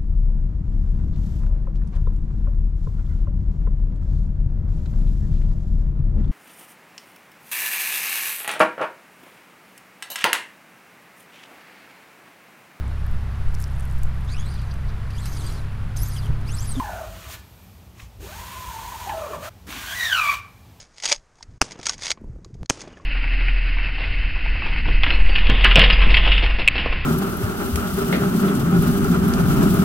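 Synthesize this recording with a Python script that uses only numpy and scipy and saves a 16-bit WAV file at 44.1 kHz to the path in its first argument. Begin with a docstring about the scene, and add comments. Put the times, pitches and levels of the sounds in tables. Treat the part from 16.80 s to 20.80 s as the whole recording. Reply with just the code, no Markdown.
"""A plastic squeegee is pulled three times down an inked printing screen on a table, close and in mono.
The blade hisses over the mesh and sticks and slips: a rough squeak whose pitch follows the pull,
loudest the third time. Between pulls it is carried back and set down with a tap.
The stretched mesh rings along; the wooden frame thumps and rumbles in a small, live room."""
import sys
import numpy as np
from scipy import signal
from scipy.fft import rfft, irfft, next_fast_len
from scipy.io import wavfile
from scipy.ndimage import map_coordinates

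SR = 44100
rng = np.random.default_rng(int(sys.argv[2]) if len(sys.argv) > 2 else 0)


def waveform_to_disk(signal):
    """Save audio, clipped to [-1, 1], as 16-bit WAV at the path in sys.argv[1]."""
    frames = np.transpose(np.atleast_2d(signal))
    scaled = np.clip(frames, -1, 1) * 32767
    samples = np.round(scaled).astype(np.int16)
    wavfile.write(sys.argv[1], SR, samples)


N = 176400
T = np.arange(N) / SR

# Stick-slip of each pull (time [s], slip rate [Hz], fundamental drive [dB], octave drive [dB])
SQUEAK_1 = [(0.0, 1014, -29, -46), (0.02, 961, -34.5, -51), (0.036, 866.6, -33, -44.5),
            (0.118, 721.4, -34, -38), (0.214, 670.6, -35.5, -43.5), (0.256, 630, -39, -42),
            (0.316, 664, -46, -55), (0.462, 635, -62, -51), (0.5, 703, -45.5, -56)]
SQUEAK_2 = [(1.41, 265.3, -45, -59), (1.476, 546.3, -41, -55), (1.526, 745, -47, -53.5),
            (1.596, 941, -43, -55.5), (1.656, 1033, -47, -58), (1.868, 1010, -42.5, -61),
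            (1.958, 902.4, -39.5, -63), (2.064, 945.3, -40.5, -63), (2.234, 947.6, -42, -58),
            (2.28, 779, -34, -62), (2.3, 899, -30, -44), (2.354, 628.4, -34, -49),
            (2.47, 596.6, -32.5, -39), (2.492, 623.7, -42.5, -51), (2.548, 572.6, -29, -35.5),
            (2.59, 571, -37.5, -52), (2.68, 652, -38, -42)]
SQUEAK_3 = [(3.03, 1537, -45, -58), (3.054, 1503, -37, -56), (3.076, 1605, -43.5, -49),
            (3.132, 1627, -34.5, -45), (3.16, 1934, -34.5, -57), (3.24, 1913, -24, -34),
            (3.292, 1743, -25, -35.5), (3.374, 1347, -19.5, -30), (3.438, 1173, -26.5, -36),
            (3.496, 1144, -20.5, -30), (3.56, 1158, -29.5, -45)]
# Friction of each pull (time [s], friction drive [dB], rasp offset [dB])
FRICTION_1 = [(0.0, -46.5, -2), (0.33, -51, 1), (0.468, -49, 2), (0.518, -41.5, -3), (0.546, -42, 1),
              (0.578, -59, 1), (0.6, -54, -13)]
FRICTION_2 = [(1.39, -76, 0.0057), (1.408, -51.5, 0), (1.436, -47.5, 0), (1.578, -44, 0), (2.248, -43.5, 0),
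              (2.512, -48.5, 0), (2.556, -45, 0), (2.584, -53.5, 0), (2.646, -41, 0), (2.686, -44.5, 0),
              (2.69, -47, 0)]
FRICTION_3 = [(2.86, -80, 3), (2.87, -49.5, 2.4), (2.908, -44, 6.9), (3.218, -37.5, 1.8), (3.254, -36, 1.6),
              (3.268, -37.5, 2), (3.542, -40, 5.8), (3.6, -56, 3)]
# Tone colour of each layer (frequency [Hz], gain [dB])
SQUEAK_EQ = [(300,-1.5),(520,-5),(640,0),(780,-1),(1000,5),(1170,-1),(1500,1),(1900,0.5),(2120,-3),(2400,8),(2700,2.5),(2900,3.5),(3600,2.5),(4300,7.5),(5000,-4),(5800,7),(9000,-5)]
SOFT_HISS_EQ = [(1760, -37), (3000, -11), (3190, -3), (3470, -8), (4380, -4.5), (4990, -6), (5610, -4),
                (6710, -1.5), (7970, -6), (9530, -5), (10400, -9.5), (13100, -4), (15000, -4.5),
                (15500, -9)]  # blade on mesh, first two pulls
HARD_HISS_EQ = [(2650, -35), (4500, -3.5), (5230, -5), (5710, -1.5), (7140, -2), (7840, -5.5), (9690, -5.5),
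                (10500, -10), (11400, -6), (12900, -5), (15500, -6.5)]  # blade on mesh, last pull
RASP_EQ = [(150,-27),(520,-19.5),(650,-3.5),(820,-6),(1100,-1),(1300,-4),(1550,-2.5),(2080,-3),(2450,-1.5),(2800,-3),(3250,-3.5),(4300,-7.5),(7000,-30)]
RUMBLE_EQ = [(20,-63),(35,-42),(46,2),(55,3.5),(68,-3),(85,5),(135,-19.5),(175,-10),(260,-22),(500,-20),(1200,-52)]  # frame and stretched mesh
ROOM_TONE_EQ = [(20,-48),(33,-31),(44,-8.5),(54,-2.5),(66,-4.5),(86,-1.5),(112,-2.5),(140,-16),(180,-9.5),(240,-18.5),(550,-25),(850,-23.5),(1500,-32.5),(3000,-33),(7000,-38.5),(10300,-42.5),(12000,-38),(15500,-41)]
SWISH_EQ = [(300,-22),(800,2),(1500,1),(2150,-6),(2400,8),(2750,-4),(4200,-2),(7000,-7),(10400,-9),(11800,2),(15500,-4)]  # the arm carries the squeegee back
SCUFF_EQ = [(600,-18),(1050,3),(1500,-12),(2000,-3),(3200,-6.5),(4500,-12),(6500,-7),(9000,-15),(15500,-15)]  # the blade brushes the mesh as it is set down
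# Modes of the stretched mesh (frequency [Hz], gain over the direct sound [dB])
MESH_MODES = [(410,-1),(644,-4.5),(1063,-2.5),(1167,-16),(1338,-9),(1465,0),(1505,-1),(1607,-4),(1735,-2),(1916,-2.5),(2385,-7),(2850,1),(2975,-6)]
# The room's decay (frequency [Hz], t60 [s])
ROOM_DECAY = [(100,0.39),(500,0.26),(1200,0.53),(2500,0.47),(5000,0.37),(14000,0.13)]
# The frame is pressed against the table (time [s], level [dB])
FRAME_PUSHES = [(0.137,-32),(1.226,-35.5),(1.40,-41),(1.599,-38.5),(1.875,-35)]
# Modes of the wooden frame (frequency [Hz], gain [dB], t60 [s])
FRAME_MODES = [(57,2.5,0.34),(83.5,-3,0.27),(160,-10,0.16)]
# Short noises of the blade (peak time [s], half-width [s], level [dB], centre [Hz])
EDGE_TAPS = [(0.534,.04,-47.5,2407), (1.202,0.0082,-41.5,2050), (2.296,0.011,-37,2200),
             (2.655,0.027,-40.5,1389), (3.545,0.017,-35,2870)]  # its edge taps or catches
DRAG_JUDDERS = [(1.412,.014,-44.5,276),(1.45,0.035,-50,400),(2.52,0.044,-37.5,402),(2.59,0.032,-40,169),(2.888,0.026,-39.5,209.6),(2.97,0.11,-44.5,240)]  # it drags slowly and judders

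CONTACT_FADE_S = 0.011  # the blade takes hold or lets go
CUT_S, CUT_FADE_S = 2.692, 0.0034  # the second pull and its reverb break off
MESH_WIDTH_HZ, TOP_HZ = 13, 15750


def amp(db):
    """Decibels to gain."""
    return 10 ** (np.asarray(db) / 20)


def unit(x):
    """x at rms 1."""
    return x / np.sqrt(np.mean(x ** 2) + 1e-20)


def along(points, hz):
    """Reads a curve of (frequency [Hz], value) on a log axis."""
    freqs, values = np.transpose(points)
    return np.interp(np.log(hz + 1), np.log(freqs + 1), values)


def envelopes(rows):
    """A contact gate, then an envelope for each column after time."""
    times, *columns = np.transpose(rows)
    gate = np.clip(1 + np.minimum(T - times[0], times[-1] - T) / CONTACT_FADE_S, 0, 1)
    return [gate] + [np.interp(T, times, column) for column in columns]


def wobble(rate, t=T):
    """Smooth random modulation, rate knots a second."""
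    return map_coordinates(rng.standard_normal(N // 16), [t * rate], mode="wrap", order=2)


def filtered(x, response):
    """x through a frequency response."""
    size = next_fast_len(N + SR // 2)
    return irfft(rfft(x, size) * response(np.fft.rfftfreq(size, 1 / SR)), size)[:N]


def resonance(f, centre, width):
    """Response of one mode, 1 at its centre."""
    return 1j * f * width / (centre ** 2 - f ** 2 + 1j * f * width)


def noise(eq, grain_db=0):
    """Coloured noise of rms 1; grain_db makes it gritty."""
    grains = rng.standard_normal(N) * amp(grain_db * wobble(1500))
    return unit(filtered(grains, lambda hz: amp(along(eq, hz))))


def squeak(rows, jitter, waver, flutter_db, chatter_db, upper_db, rolloff_db, skip_db, gain_db):
    """The blade sticks and slips unsteadily; stray slips blur each harmonic, skipped ones fall between."""
    controls = np.array(envelopes(rows))
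    touching = controls[0] > 0
    gate, slip_hz, fundamental_db, octave_db = controls[:, touching]
    t = T[touching]
    unsteady_hz = slip_hz * (1 + jitter * wobble(600, t) + waver * wobble(70, t))
    phase = 2 * np.pi * np.cumsum(unsteady_hz) / SR
    grip_db = flutter_db * wobble(130, t)

    def blur(k):
        """A noise band riding at k times the slip rate."""
        return wobble(380, t) * np.sin(k * phase) + wobble(380, t) * np.cos(k * phase)

    slips = amp(fundamental_db + skip_db) * (blur(0.5) + blur(1.5))
    for k in range(1, 5):
        db = fundamental_db if k == 1 else octave_db + upper_db + rolloff_db * np.sqrt(k - 2)
        flutter = unit(amp(grip_db + 2.5 * wobble(220, t)))
        tone = flutter * np.sin(k * phase + 0.5 * wobble(130, t))
        slips += amp(db) * (tone + k * amp(chatter_db) * blur(k))
    out = np.zeros(N)
    out[touching] = np.sqrt(2) * amp(gain_db) * gate * slips
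    return filtered(out, lambda hz: amp(along(SQUEAK_EQ, hz)))


def scrape(rows, hiss_eq, hiss_db, rasp_db, rumble_db, fade_db_per_s):
    """The edge runs over the threads: fine hiss, gritty rasp and a frame rumble fading along the pull."""
    gate, friction_db, coarse_db = envelopes(rows)
    friction = gate * amp(friction_db + 0.55 * wobble(40))
    hiss = amp(hiss_db) * noise(hiss_eq, grain_db=0.5)
    rasp = amp(rasp_db + coarse_db) * noise(RASP_EQ, grain_db=2.5)
    rumble = amp(rumble_db - fade_db_per_s * (T - rows[0][0])) * noise(RUMBLE_EQ)
    return friction * (hiss + rasp) + gate * rumble


def mesh_ring(x):
    """The stretched mesh carries the sound and rings along in narrow modes."""
    return filtered(x, lambda f: 1 + sum(amp(db) * resonance(f, hz, MESH_WIDTH_HZ) for hz, db in MESH_MODES))


def room(x, wet_db):
    """Mixes in the room's tail, each frequency dying at its own speed."""
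    hz, t, spectrum = signal.stft(rng.standard_normal(SR * 2 // 3), SR, nperseg=256)
    decay = amp(-60 * t / along(ROOM_DECAY, hz)[:, None])
    tail = signal.istft(spectrum * decay, SR, nperseg=256)[1]
    impulse = np.pad(tail, (SR // 250, 0)) / np.linalg.norm(tail)  # 4 ms pre-delay
    reverb = signal.fftconvolve(x, impulse)[:N]
    return (x + amp(wet_db) * reverb) / np.hypot(1, amp(wet_db))


def room_tone(level_db):
    """The room's steady bed of low rumble and faint hiss."""
    return amp(level_db) * noise(ROOM_TONE_EQ)


def frame_thumps():
    """Soft pushes ring the frame's low modes."""
    out = np.zeros(N)
    for start, push_db in FRAME_PUSHES:
        age = np.maximum(T - start, 0)
        attack = 1 - np.exp(-age / 0.0028)
        for hz, mode_db, t60 in FRAME_MODES:
            out += amp(push_db + mode_db - 60 * age / t60) * np.sin(2 * np.pi * hz * age) * attack
    return out


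def blade_bursts(rows, q):
    """Taps or judders: short clusters of slips, each through a broad, steep-sided resonance."""
    out = np.zeros(N)
    for peak_s, half_width_s, db, hz in rows:
        swell = np.exp(-2 * ((T - peak_s) / half_width_s) ** 2)
        band = filtered(rng.standard_normal(N), lambda f: resonance(f, hz, hz / q) ** 2)
        out += amp(db) * swell * unit(band)
    return out


def rustle(eq, peak_s, half_width_s, level_db):
    """A faint brush of arm or blade that swells and fades."""
    swell = np.exp(-((T - peak_s) / half_width_s) ** 2)
    return amp(level_db) * swell * noise(eq, grain_db=1)


def scene():
    """Three pulls with knocks and handling noise, over the room tone."""
    first = squeak(SQUEAK_1, jitter=0.069, waver=0.025, flutter_db=2.5, chatter_db=-9.5,
                   upper_db=-4, rolloff_db=-17, skip_db=-26, gain_db=-1.5)
    second = squeak(SQUEAK_2, jitter=0.0492, waver=0.03296, flutter_db=2.5, chatter_db=-13.5,
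                    upper_db=2, rolloff_db=-16.5, skip_db=-19, gain_db=-0.5)
    third = squeak(SQUEAK_3, jitter=0.033, waver=0.0098, flutter_db=2, chatter_db=-17.5,
                   upper_db=4.5, rolloff_db=-14.5, skip_db=-33.5, gain_db=-1.5)
    first += scrape(FRICTION_1, SOFT_HISS_EQ, hiss_db=1, rasp_db=-0.5, rumble_db=-38, fade_db_per_s=12.5)
    second += scrape(FRICTION_2, SOFT_HISS_EQ, hiss_db=0, rasp_db=-1.5, rumble_db=-40, fade_db_per_s=6)
    third += scrape(FRICTION_3, HARD_HISS_EQ, hiss_db=2, rasp_db=-0.5, rumble_db=-46, fade_db_per_s=9)
    cut = np.clip((CUT_S - T) / CUT_FADE_S + 1, 0, 1)
    pulls = room(mesh_ring(first + second), wet_db=-9.5) * cut
    pulls += room(mesh_ring(third), wet_db=-12.5)
    taps = blade_bursts(EDGE_TAPS, q=1.24)
    judders = blade_bursts(DRAG_JUDDERS, q=1.54)
    knocks = room(taps + judders, wet_db=-15.5) + frame_thumps()
    carry_back = rustle(SWISH_EQ, peak_s=0.79, half_width_s=0.27, level_db=-57)
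    set_down = rustle(SCUFF_EQ, peak_s=1.216, half_width_s=0.048, level_db=-50)
    mono = pulls + knocks + carry_back + set_down + room_tone(level_db=-47)
    return np.array([mono, mono])


def record(dry):
    """A brick-wall low-pass takes off the very top."""
    return np.array([filtered(x, lambda hz: hz < TOP_HZ) for x in dry])


dry = scene()
out = record(dry)
waveform_to_disk(out)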